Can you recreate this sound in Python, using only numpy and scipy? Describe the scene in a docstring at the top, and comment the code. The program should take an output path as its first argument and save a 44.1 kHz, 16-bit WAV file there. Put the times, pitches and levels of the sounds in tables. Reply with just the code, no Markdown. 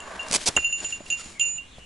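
"""Unsleeving a gun barrel

A quiet open field, stereo microphone close to the hands. A cloth sleeve slides off a long barrel,
its fibres catching and slipping; the fastener's hooks let go in two rips and the gear knocks softly.
A small metal bell swings along, its clapper striking two bright notes at irregular moments.
Faint thin whistles glide behind it towards the end."""
import sys
import numpy as np
from scipy import signal
from scipy.fft import rfft, irfft
from scipy.io import wavfile

SR = 44100
rng = np.random.default_rng(int(sys.argv[2]) if len(sys.argv) > 2 else 0)


def to_wav(s):
    """Save 16-bit WAV."""
    ch = np.atleast_2d(s).T  # columns
    pcm = np.round(np.clip(ch, -1, 1) * 32767)  # PCM
    wavfile.write(sys.argv[1], SR, pcm.astype(np.int16))


N = 81585
T = np.arange(N) / SR


def amp(db):
    """Decibels to gain."""
    return 10 ** (np.asarray(db) / 20)


def unit(x):
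    """Scales to an rms of one."""
    return x / np.sqrt(np.mean(x ** 2) + 1e-20)


def colour(x, spectrum):
    """Minimum-phase filter through (f/Hz, level/dB) points; keeps the power of white noise."""
    hz, db = np.transpose(spectrum)
    size = 4096
    bin_hz = abs(np.fft.fftfreq(size, 1 / SR))
    gain = unit(amp(np.interp(np.log(bin_hz + 1), np.log(hz), db)))
    taps = np.fft.ifft(np.exp(np.conj(signal.hilbert(np.log(gain))))).real
    return signal.fftconvolve(x, taps[:size // 2])[:N]


def drift(hz):
    """Smooth random motion up to about the given rate."""
    lowpass = np.exp(-(np.fft.rfftfreq(N, 1 / SR) / hz) ** 2)
    return unit(irfft(rfft(rng.standard_normal(N)) * lowpass, N))


def grains(per_s, spread_db):
    """Dense random clicks of uneven size."""
    size = amp(spread_db * np.minimum(rng.exponential(1, N), 3))
    return unit(size * rng.choice([-1, 1], N) * (rng.random(N) < per_s / SR))


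def pan(x, db):
    """Places a sound at the microphone by its left-minus-right level."""
    return x * amp([[db / 2], [-db / 2]])


# side spectrum of diffuse sound, bass nearly mono (f/Hz, level/dB)
SIDE_SPECTRUM = [(30, -14), (90, -14), (250, 0), (1200, 5.5), (4000, 0.5), (11000, 4.5)]
def wide(make, side_db):
    """A shared centre with a weaker independent side."""
    return make() + np.array([[1], [-1]]) * amp(side_db) * colour(make(), SIDE_SPECTRUM)


# spectra of the open air and its rumble (f/Hz, level/dB)
AIR_SPECTRUM = [(15, -49), (25, -1.5), (64, -5), (381, -14), (603, -16), (1470, -20), (2850, -14),
                (4990, -27), (7130, -20), (11000, -33.5), (14300, -78), (22000, -120)]
RUMBLE_SPECTRUM = [(15, 11), (35, -8.5), (63, 10), (100, -6.5), (250, -2), (1000, -103)]
def field(air_db=-54, rumble_db=-54.5):
    """Quiet open air all around the microphone, over a low rumble."""
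    def noise(spectrum):
        return wide(lambda: colour(rng.standard_normal(N), spectrum), side_db=-1)
    return amp(air_db) * noise(AIR_SPECTRUM) + amp(rumble_db) * noise(RUMBLE_SPECTRUM)


# course of the slide along the barrel (t/s, relative level/dB)
SLIDE_LEVELS = [(0, -43), (.1, -38.5), (.22, -40), (.3, -40.5), (.45, -54.5), (.6, -58.5), (.7, -57.5),
                (1.85, -64.5)]
# resonances of the hollow sleeve (f/Hz, width/Hz, level/dB)
SLEEVE_RESONANCES = [(643, 74, -12), (1135, 270, -9.5), (1595, 195, -9)]
# cloth rustles (centre t/s, half width/s, level/dB, body re crisp part/dB)
CLOTH_RUSTLES = [(0.333, 0.041, -38.5, -3.5), (0.427, 0.034, -37.5, -11.5), (0.49, 0.0093, -39.5, 8),
                 (0.562, 0.044, -43, -1.5), (0.674, 0.045, -53.5, -2.5), (0.796, 0.024, -47, -6.5),
                 (0.835, 0.015, -43, 1), (0.907, 0.039, -43.5, -11), (0.989, 0.03, -61.5, 9.5),
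                 (1.102, 0.039, -46.5, -5.5), (1.205, 0.016, -42, -33), (1.279, 0.064, -47.5, -5.5),
                 (1.458, 0.032, -53, 0), (1.786, 0.012, -55.5, -2)]
# spectra of the slide and of a rustle's crisp part and dull body (f/Hz, level/dB)
SLIDE_SPECTRUM = [(60, -7), (200, -0.5), (480, 0.5), (800, 2.5), (1500, -3.5), (2200, -5.5), (4000, -10),
                  (11000, -19)]
CRISP_SPECTRUM = [(100, -9.5), (1000, 0), (2400, 5.5), (5000, 5.5), (7500, 4), (11000, -2.5)]
BODY_SPECTRUM = [(25, 6), (70, 1), (150, 0.5), (450, 0), (1200, -5), (2500, -7.5), (11000, -39)]
def sleeve():
    """Fibres catch and slip close to the microphone: a hollow slide, then separate rustles."""
    catch = amp(1.5 * drift(hz=68.6))

    def rub(spectrum):
        return wide(lambda: colour(catch * grains(per_s=9000, spread_db=3.5), spectrum), side_db=-9.5)
    friction = rub(SLIDE_SPECTRUM)
    hollow = sum(amp(db) * unit(signal.lfilter(*signal.iirpeak(hz, hz / width, SR), friction))
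                 for hz, width, db in SLEEVE_RESONANCES)
    slide_level = amp(np.interp(T, *np.transpose(SLIDE_LEVELS)))
    slide = slide_level * (amp(-4.5) * friction + hollow)
    crisp, body = np.zeros((2, N))
    for centre, width, db, body_db in CLOTH_RUSTLES:
        swell = amp(db) * np.exp(-.5 * ((T - centre) / width) ** 2)
        crisp += swell
        body += swell * amp(body_db)
    rustles = crisp * rub(CRISP_SPECTRUM) + body * rub(BODY_SPECTRUM)
    return pan(slide, db=-1) + pan(rustles, db=1.2)


def turning(dips, waver_hz=3.93):
    """A bell note wavers in pitch and dips as its quiet side swings past the microphone."""
    gain = np.exp(2j * np.pi * np.cumsum(waver_hz * drift(hz=25.1)) / SR)
    for centre, width, db in dips:
        offset = (T - centre) / width
        gain *= (offset + 1j * amp(db)) / (offset + 1j)
    return gain


# clapper strikes (t/s, level/dB of low note, clang, high note, overtones and tick,
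# low t60/s, high t60/s, left minus right/dB)
CLAPPER_STRIKES = [(.003, -38, -58, -48, -85, -35.5, 0.2, 0.89, 1),
                   (0.1934, -24.5, -40, -49, -75, -56, 0.21, 0.6, 2),
                   (0.5647, -9.5, -14.5, -15.5, -44, -16.5, 0.17, 0.067, -2.5),
                   (.572, -18.5, -29, -34, -39, -23, 0.63, 1.6, -3.5),
                   (0.6448, -13.5, -38, -26, -52, -34, 0.2, 0.82, -1.5),
                   (0.7247, -19.5, -29.5, -23, -59, -33.5, 0.24, 0.32, -2.5),
                   (0.8017, -28, -45, -26.5, -58, -42, 0.05, 0.22, -1),
                   (0.8461, -28, -44, -23, -50, -29, 0.21, 0.35, -3),
                   (0.9235, -22.5, -41, -28, -55, -53, .16, 0.31, -2.5),
                   (1.062, -37, -51, -54, -66, -47, 0.077, 0.18, -5.5),
                   (1.1014, -24, -22.5, -24, -42, -31, 1, 0.41, -2.5),
                   (1.1239, -17, -26, -28, -46.5, -42, 0.15, .5, -4),
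                   (1.203, -39.5, -49, -34, -58, -50, 0.27, 0.39, -4.5),
                   (1.3961, -22, -47, -21.5, -39, -23.5, 0.41, .6, -4),
                   (1.4102, -15, -38, -19, -42, -29.5, 0.33, 0.74, -5),
                   (1.581, -25, -41.5, -46, -56.5, -39, 0.15, 0.12, -6)]
# bell overtones, the quick ones a splash in the attack (f/Hz, relative level/dB, t60/s)
BELL_OVERTONES = [(2466, -4, 1), (2920, -3, 0.068), (3080, 11, .025), (3910, 0.5, 0.023), (4870, 1, 0.024),
                  (7090, 1, 0.26), (7600, -1, 0.077)]
# spectrum of the clapper's tick (f/Hz, level/dB)
TICK_SPECTRUM = [(200, -28), (1500, -17.5), (3000, 8), (4300, -10.5), (5000, -6), (6000, -8), (7200, 10),
                 (8500, -6.5), (10000, 0.5), (12000, -21.5)]
# dips in each note as the bell turns (t/s, half width/s, level/dB)
LOW_NOTE_DIPS = [(.616, 0.019, -15), (1.434, 0.0073, -7.5), (1.535, 0.037, -17)]
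HIGH_NOTE_DIPS = [(.686, 0.0079, -17), (.822, 0.013, -26), (.882, 0.0041, -21), (.99, 0.026, -21),
                  (1.161, 0.017, -33), (1.222, 0.017, -25), (1.448, 0.0074, -39)]
def bell(low_hz=2777.3, clang_hz=6820, high_hz=6989, rise_s=.002, tick_s=.0022):
    """Each touch of the clapper ticks and sets every mode ringing at a new strength."""
    out, tick_level = np.zeros((2, N)), np.zeros(N)
    low_turn, high_turn = turning(LOW_NOTE_DIPS), turning(HIGH_NOTE_DIPS)
    ends = [strike[0] for strike in CLAPPER_STRIKES[1:]] + [N / SR]
    for strike, end in zip(CLAPPER_STRIKES, ends):
        start, low_db, clang_db, high_db, overtone_db, tick_db, low_t60, high_t60, pan_db = strike
        span = (T >= start) & (T < end + rise_s)
        t = T[span] - start

        def mode(hz, db, t60):
            return amp(db) * np.exp(2j * np.pi * hz * T[span] - np.log(1000) * t / t60)
        ring = low_turn[span] * mode(low_hz, low_db, low_t60)
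        ring += high_turn[span] * mode(high_hz, high_db, high_t60)
        ring += mode(clang_hz, clang_db, t60=.093)
        ring += amp(overtone_db) * sum(mode(*overtone) for overtone in BELL_OVERTONES)
        crossfade = np.minimum(t / rise_s, 1) * np.minimum(1 - (T[span] - end) / rise_s, 1)
        out[:, span] += pan(ring.real * crossfade, pan_db)
        tick_level[span] += amp(tick_db) * np.exp(-t / tick_s)
    ticks = colour(tick_level * rng.standard_normal(N), TICK_SPECTRUM)
    return out + pan(ticks, db=-3.5)


# bursts that make up the two rips (t/s, length/s, base level/dB, swell/dB)
RIP_BURSTS = [(0.327, 0.0036, -24.5, 2.5), (0.339, 0.0038, -18, -1), (0.3458, .018, -19, 0),
              (0.459, 0.012, -26.5, 4.5), (0.473, .015, -18.5, -1.5)]
# single hooks letting go (t/s, relative level/dB)
HOOK_SNAPS = [(.232, -30), (.2852, -22), (0.2983, -29), (0.3126, -11), (0.3144, -16), (0.324, -10.5),
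              (0.331, -15), (1.197, -31), (1.488, -33)]
# spectrum of a hook's snap (f/Hz, level/dB)
HOOK_SPECTRUM = [(59, -70), (100, -9.5), (611, -2.5), (1340, -10.5), (1870, -8.5), (2150, -5.5),
                 (2420, -1.5), (2670, -5.5), (5640, 2.5), (11000, -7), (14300, -55), (22000, -120)]
def fastener(fade_s=.003):
    """At close range a few hooks snap alone and hundreds let go in short rips."""
    level, snaps = np.zeros((2, N))
    for start, length, db, swell_db in RIP_BURSTS:
        progress = np.clip((T - start) / length, 0, 1)
        fade = np.exp(-np.maximum(T - start - length, 0) / fade_s)
        level += (T > start) * amp(db + swell_db * (progress + .5)) * fade
    for start, db in HOOK_SNAPS:
        snaps[round(start * SR)] += amp(db + 8)
    rips = wide(lambda: colour(level * grains(per_s=3800, spread_db=1.5), HOOK_SPECTRUM), side_db=-28)
    return rips + colour(snaps, HOOK_SPECTRUM)


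def reflections(x, db=-9.5, t60=.035):
    """A brief, weak spray reaches the microphone off the ground and the handler's body."""
    t = T[:SR // 4]
    tail = rng.standard_normal((2, len(t))) * np.exp(-np.log(1000) * t / t60)
    return amp(db) * signal.fftconvolve(x, tail / np.linalg.norm(tail[0]), axes=1)[:, :N]


# knocks of the gear (t/s, level/dB, f/Hz, width/s)
GEAR_KNOCKS = [(0.308, -28.5, 197, 0.0042), (.355, -28.5, 347, 0.0033), (0.487, -28.5, 305, 0.0054),
               (0.5664, -11.5, 604, 0.00043), (0.5747, -7, 1510, 0.0004), (.577, -30.5, 450, 0.0027),
               (0.5802, -23, 1130, 0.00078), (.587, -29.5, 324, 0.0022), (0.5862, -20.5, 1690, 0.00059),
               (0.565, -36.5, 65, 0.027), (1.0054, -33, 332, 0.002), (1.0055, -36.5, 600, .004),
               (1.26, -35.5, 219, 0.0023), (1.783, -37.5, 165, 0.0035), (1.783, -37.5, 580, 0.0016)]
def knocks():
    """The gear bumps in the hands, each knock one heavily damped tone."""
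    out = np.zeros(N)
    for start, db, hz, width in GEAR_KNOCKS:
        t = np.maximum(T - start, 0)
        peak_s = width / 2
        envelope = t / peak_s * np.exp(1 - t / peak_s)
        out += amp(db) * envelope * np.sin(2 * np.pi * hz * t)
    return out


# thin whistles (t/s, length/s, start f/Hz, end f/Hz, level/dB, fuzz width/Hz)
WHISTLE_GLIDES = [(1.187, 0.033, 1325, 1380, -48, 88), (1.34, 0.069, 2270, 2140, -49, 80),
                  (1.43, 0.11, 4280, 4750, -67, 160), (1.548, .04, 4180, 3730, -61, 170),
                  (1.49, 0.18, 2870, 2876, -49.5, 19), (1.609, 0.16, 2865, 4300, -60.5, 300),
                  (1.713, .08, 3760, 3040, -54.5, 260), (1.789, .09, 2930, 2780, -51.5, 140)]
def whistles():
    """Faint gliding tones behind the bell, some nearly clean and some fuzzy."""
    out = np.zeros(N)
    for start, length, from_hz, to_hz, db, fuzz_hz in WHISTLE_GLIDES:
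        progress = np.clip((T - start) / length, 0, 1)
        phase = 2 * np.pi * np.cumsum(from_hz + (to_hz - from_hz) * progress) / SR
        fuzz = drift(fuzz_hz) * np.pi / 2
        envelope = np.sqrt(2 * abs(np.sin(np.pi * progress)))
        out += amp(db) * envelope * np.cos(phase + fuzz)
    return pan(out, db=1)


def scene():
    """Cloth, bell and handling close up, the open field behind."""
    handling = pan(fastener() + knocks(), db=-1.3)
    return field() + sleeve() + bell() + handling + reflections(handling) + whistles()


def record(dry, ceiling=.45, edge_hz=11200):
    """The recorder saturates on the sharpest peaks, then cuts the top treble steeply."""
    oversampled = signal.resample_poly(dry, 2, 1, axis=1)
    rounded = oversampled / (1 + (oversampled / ceiling) ** 8) ** (1 / 8)
    lowpass = signal.firwin(301, edge_hz, window=("kaiser", 8), fs=SR)
    return signal.oaconvolve(signal.resample_poly(rounded, 1, 2, axis=1), lowpass[None], "same")


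dry = scene()
out = record(dry)
to_wav(out)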